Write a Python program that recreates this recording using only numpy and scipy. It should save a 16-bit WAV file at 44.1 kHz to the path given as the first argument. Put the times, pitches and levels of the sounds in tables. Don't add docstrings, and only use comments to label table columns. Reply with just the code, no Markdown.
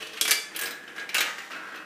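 import sys
import numpy as np
from scipy import signal
from scipy.fft import rfft, irfft, next_fast_len
from scipy.io import wavfile

SR = 44100
rng = np.random.default_rng(int(sys.argv[2]) if len(sys.argv) > 2 else 0)


def store_pcm(level_fs):
    pcm = np.round(np.clip(level_fs, -1, 1) * 32767).astype(np.int16)
    wavfile.write(sys.argv[1], SR, np.atleast_2d(pcm).T)


N = 81585


def from_db(db):
    return 10 ** (np.asarray(db) / 20)


def unit_rms(x):
    return x / np.sqrt(np.mean(x ** 2) + 1e-20)


def unit_energy(x):
    return x / np.sqrt(np.sum(x ** 2))


def at_hz(curve, hz):
    f, value = np.transpose(curve)
    return np.interp(np.log(np.maximum(hz, 1)), np.log(f), value)


def decay(t, t60):
    return np.exp(-np.log(1000) * t / t60)


def eq(x, *curves):
    size = 2 * next_fast_len(len(x) // 2 + SR // 20)
    hz = np.arange(size // 2 + 1) * SR / size
    gain = from_db(sum(at_hz(curve, hz) for curve in curves))
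    cepstrum = irfft(np.log(gain))
    cepstrum[1:size // 2] *= 2
    cepstrum[size // 2 + 1:] = 0
    return irfft(rfft(x, size) * np.exp(rfft(cepstrum)), size)[:len(x)]


# f/Hz, relative level/dB
ROOM_TONE_EQ = [(30, -48), (70, -65), (150, 2), (300, 3.5), (800, -4.5), (2000, -17), (6000, -11),
                (15000, -15)]
# f/Hz, RMS level/dB
HUM_PARTIALS = [(100, -79.5), (150, -74), (200, -67.5)]


def background(noise_db=-61.5):
    t = np.arange(N) / SR
    hum = sum(np.sqrt(2) * from_db(db) * np.sin(2 * np.pi * (hz * t + rng.random()))
              for hz, db in HUM_PARTIALS)
    room_tone = unit_rms(eq(rng.standard_normal(N), ROOM_TONE_EQ))
    return from_db(noise_db) * room_tone + hum


# f/Hz, t60/s
REVERB_TIMES = [(200, 0.85), (1400, 0.55), (3700, 0.39), (10000, 0.48), (15000, 0.1)]


def room_reverb(x, build_s=0.0031):
    t = np.arange(SR * 3 // 4) / SR
    edges_hz = np.geomspace(60, 18000, 9)
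    tail = 0
    for low, high in zip(edges_hz, edges_hz[1:]):
        bandpass = signal.butter(2, [low, high], "band", fs=SR, output="sos")
        band = signal.sosfilt(bandpass, rng.standard_normal(len(t)))
        tail += band * decay(t, at_hz(REVERB_TIMES, np.sqrt(low * high)))
    tail *= 1 - np.exp(-t / build_s)
    return signal.fftconvolve(x, unit_energy(tail))[:N]


MODES = { "chute": [(433, -19, .35), (1156, -24, .25), (2208, -24, .12), (2480, -23, .1), (2637, -25, .3),
         (2920, -23, .2), (3305, -20, .13)], "wheel": [(433, -23, .35), (1421, -26, .25), (1720, -23, .2),
         (2100, -25, .3), (2311, -19, .2), (2915, -24, .28), (3294, -17, .15), (3444, -22, .45),
         (3478, -25, .55), (4677, -20, .33), (4745, -22, .22), (5180, -22, .19), (8550, -17, .18),
         (8668, -20, .2)], "spiral": [(470, -24, .2), (1386, -26, .25), (1640, -18, .3), (1715, -20, .3),
         (1762, -24, .25), (2100, -26, .2), (2374, -24, .2), (3947, -24, .15)],
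         "lower wheel": [(1240, -22, .35), (1659, -19, .3), (1715, -25, .3), (1950, -27, .35),
         (2320, -22, .15), (2374, -22, .25), (2616, -20, .22), (2815, -20, .24), (3110, -21, .25),
         (3445, -21, .25), (3741, -26, .3), (5184, -24, .25)], "funnel": [(1032, -27, .25),
         (1240, -26, .25), (1335, -24, .25), (1437, -21, .3), (1629, -23, .25), (1708, -24, .25),
         (1950, -26, .25), (2601, -24, .25), (2829, -25, .25)]}
VOICING = {"chute": (-2.2, -14.5), "wheel": (-3.5, -8.5), "spiral": (-1, 0), "lower wheel": (-6.5, -2.5),
           "funnel": (-0.5, 0)}


def mode_ring(part, length_s=.35, spread_db=2.5, detune=0.0017, max_cycles=1500):
    t = np.arange(int(length_s * SR)) / SR
    trim_db, _ = VOICING[part]
    ring = 0
    for k, (hz, db, t60) in enumerate(MODES[part]):
        level_draw, pitch_draw = rng.uniform(-1, 1, 2) * np.sqrt(3)
        wave = (-1) ** k * np.sin(2 * np.pi * hz * (1 + detune * pitch_draw) * t)
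        gain = from_db(db + trim_db + spread_db * level_draw)
        ring += gain * wave * decay(t, min(t60, max_cycles / hz))
    return ring


def tap(modes, shell_t60_s=.075, crack_t60_s=0.0037, crack_db=-0.5):
    t = np.arange(len(modes)) / SR
    envelope = decay(t, shell_t60_s) + from_db(crack_db) * decay(t, crack_t60_s)
    shell = rng.standard_normal(len(modes)) * envelope
    return (shell + modes) / np.sqrt(np.sum(envelope ** 2))


ROLL_FADERS = { "chute": [(0, -37), (.1, -45), (.2, -41), (.23, -72)], "spiral": [(.44, -50), (.49, -47),
               (.53, -47.5), (.57, -43), (.68, -38.5), (.78, -49.5), (.85, -47.5), (.94, -48.5),
               (.99, -40.5), (1.04, -43), (1.08, -47.5), (1.14, -40.5)], "lower wheel": [(1.14, -59),
               (1.27, -35), (1.33, -44), (1.41, -42.5), (1.46, -43), (1.52, -46.5)], "funnel": [(1.5, -39),
               (1.54, -39.5), (1.62, -43), (1.7, -41.5), (1.77, -41), (1.85, -50)]}
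ROLL_EQ = { "chute": [(100, -24), (250, -7), (450, -1), (850, -6.5), (1600, 0), (2700, 1), (5000, -10.5),
           (9000, -19), (15000, -24)], "spiral": [(100, -27), (280, -3.5), (500, -2.5), (900, -4.5),
           (1650, 2.5), (2700, -5), (5000, -17.5), (9000, -22), (15000, -36)], "lower wheel": [(100, -42),
           (280, -6), (500, -10.5), (950, -6.5), (1800, 3.5), (2700, -6), (5000, -14), (9000, -23.5),
           (15000, -28)], "funnel": [(100, -31.5), (280, -5.5), (500, -9), (900, -6.5), (1500, 3),
           (2700, -9), (5000, -19.5), (9000, -28.5), (15000, -37)]}


def rolling(bumps_per_s=2500, spread_db=4.5, spot_count=4, modes_db=-6):
    t = np.arange(N) / SR
    out = np.zeros(N)
    for part, fader in ROLL_FADERS.items():
        bumps = (rng.random(N) < bumps_per_s / SR) * rng.choice([-1, 1], N)
        sizes = from_db(spread_db * np.minimum(rng.exponential(1, N), 4))
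        times, levels_db = np.transpose(fader)
        gain = from_db(np.interp(t, times, levels_db, left=-np.inf, right=-np.inf))
        force = unit_rms(bumps * sizes) * gain
        spots = rng.integers(0, spot_count, N)
        for spot in range(spot_count):
            modes = from_db(modes_db) * mode_ring(part)
            body = unit_energy(eq(tap(modes), ROLL_EQ[part]))
            out += signal.fftconvolve(force * (spots == spot), body)[:N]
    return out


def spot_colour(peak_hz, peak_db=10.5, ripple_db=3.5, ripple_step_hz=646):
    ripple_hz = 2500 + ripple_step_hz * np.arange(22)
    depth_db = ripple_db * np.sqrt(np.linspace(0, 1, len(ripple_hz)))
    ripple = depth_db * rng.uniform(-1.17, 1, len(ripple_hz)) * np.sqrt(3)
    hz = np.geomspace(100, 20000, 400)
    half_width_hz = 90 + 0.029 * peak_hz
    resonance = peak_db / (1 + ((hz - peak_hz) / half_width_hz) ** 2)
    return np.c_[ripple_hz, ripple], np.c_[hz, resonance]


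# f/Hz, level/dB
SHELL_EQ = [(50, -46), (110, -30), (200, -15.5), (310, -4), (480, -4), (750, -7.5), (1000, -7.5),
            (1400, -2), (2300, 1.5), (4000, -0.5), (9000, -1.5), (15000, 3.5)]
HIT_EQ_HZ = [400, 1600, 3000, 6500, 12000]
# t/s, level/dB at each of the five EQ points, attack/s, spot's f/Hz, part
HITS = [ (.004, -11, -27, -17, -15, -44, 0.0015, 2750, "chute"),
        (.022, -19, -23, -10, -24, -35, 0.0017, 2930, "chute"),
        (0.0704, -10, -16, -11, -13, -21.5, 0.00017, 4500, "chute"),
        (0.132, -28, -13, -8.5, -12, -23, 0.0026, 2600, "chute"),
        (0.17, -21, -3, -3.5, -14.5, -20, 0.0023, 2500, "chute"),
        (0.2114, 8, 7.5, 10.5, 13.5, 8, 0.00011, 3330, "chute"),
        (0.2511, 7, 6.5, 9.5, 0, -4, 0.0011, 14700, "wheel"),
        (.278, 2.5, 10, 5, 7, -1, 0.00063, 10800, "wheel"),
        (.287, 7, 3, 6.5, -47, -2, .002, 11000, "wheel"),
        (.2945, -7, 10.5, -4, 7, -22, 0.0014, 1760, "wheel"),
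        (0.3092, -2, 5, 14, 11, 10.5, 0.00006, 4890, "wheel"),
        (0.3143, 10, 15, 12, 12, 5.5, 0.00023, 10700, "wheel"),
        (0.5476, -3, -3.5, -5, -13, -27, 0.0023, 2700, "spiral"),
        (.562, -0.5, -7, 4, -5, -2.5, 0.00025, 10700, "spiral"),
        (0.5906, -9, 5.5, 0, -4, -8, 0.00032, 13400, "spiral"),
        (0.612, -20, -13, -1, -5, -3, 0.00044, 8500, "spiral"),
        (.621, -9, 4.5, 2, -17, -18, 0.0014, 14300, "spiral"),
        (.632, 1, -11, -1, -2, -11, 0.0035, 8200, "spiral"),
        (0.656, 3.5, 0, -0.5, -7.5, -10, 0.0011, 5070, "spiral"),
        (.668, -6, -4, -5, -8, -14, 0.0033, 2020, "spiral"),
        (0.708, -7, -12, -7, -8.5, -13, 0.00049, 3880, "spiral"),
        (.731, -14, -10.5, -19, -17, -39, 0.003, 1690, "spiral"),
        (0.877, -1, -9, -12, -19, -40, 0.0012, 3070, "spiral"),
        (.960, -10, -2, -15, -16, -31, .002, 9200, "spiral"),
        (.980, -5, 0.5, -7, -21, -28, 0.0013, 1585, "spiral"),
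        (.994, -0.5, -27, -1.5, -15, -30, .003, 2400, "spiral"),
        (1.0905, -7, -4.5, 1, -9.5, -24.5, .0005, 2360, "spiral"),
        (1.1445, -8, 9.5, 7.5, 2, 0.5, 0.00014, 2540, "lower wheel"),
        (1.149, 6.5, 15, 7, 2, -20, 0.00033, 2890, "lower wheel"),
        (1.165, 7.5, 10, -5, 4, -6, 0.0029, 1665, "lower wheel"),
        (1.1822, 10, 11, 9, 6, -2.5, 0.00022, 3860, "lower wheel"),
        (1.205, 9.5, 12.5, 13, 3.5, -3, 0.00061, 10400, "lower wheel"),
        (1.210, -10, 13.5, -2, 2, -7.5, 0.00067, 3000, "lower wheel"),
        (1.223, -2, 4, -2, -2, -34, 0.0012, 1740, "lower wheel"),
        (1.261, -3, -10, -1, -29, -54, 0.0024, 1830, "lower wheel"),
        (1.382, -11, 0, -6, -12, -26, 0.0013, 1800, "lower wheel"),
        (1.5152, -1, -10, -4.5, -15, -33, 0.0033, 1950, "funnel"),
        (1.531, -10, -4.5, -8.5, -21, -36, .003, 2580, "funnel"),
        (1.561, 0, -7, -11, -23, -34, 0.0045, 1484, "funnel"),
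        (1.743, -18, -14, -10, -29, -50, 0.0052, 1450, "funnel"),
        (1.757, -17, -7, -6, -22.5, -24.5, 0.0015, 6200, "funnel")]


def knocks(shelf_from_hz=11500, shelf_full_hz=13500):
    out = np.zeros(N)
    for onset_s, *levels_db, attack_s, spot_hz, part in HITS:
        start = int(onset_s * SR)
        sharp_hit = tap(mode_ring(part))
        t = np.arange(1, len(sharp_hit) + 1) / SR
        hit = sharp_hit * (1 - np.exp(-t / attack_s))
        hit *= np.std(sharp_hit) / np.std(hit)
        _, shelf_db = VOICING[part]
        shelf = [(shelf_from_hz, 0), (shelf_full_hz, shelf_db)]
        strength = list(zip(HIT_EQ_HZ, levels_db))
        hit = eq(hit, strength, shelf, *spot_colour(spot_hz))[:N - start]
        out[start:start + len(hit)] += hit
    return eq(out, SHELL_EQ)


def scene(reverb_db=-6.5):
    marble_run = knocks() + rolling()
    mix = marble_run + from_db(reverb_db) * room_reverb(marble_run) + background()
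    return mix[None]


def record(dry, cutoff_hz=15150):
    lowpass = signal.ellip(10, .3, 80, cutoff_hz, fs=SR, output="sos")
    return signal.sosfilt(lowpass, dry)


dry = scene()
out = record(dry)
store_pcm(out)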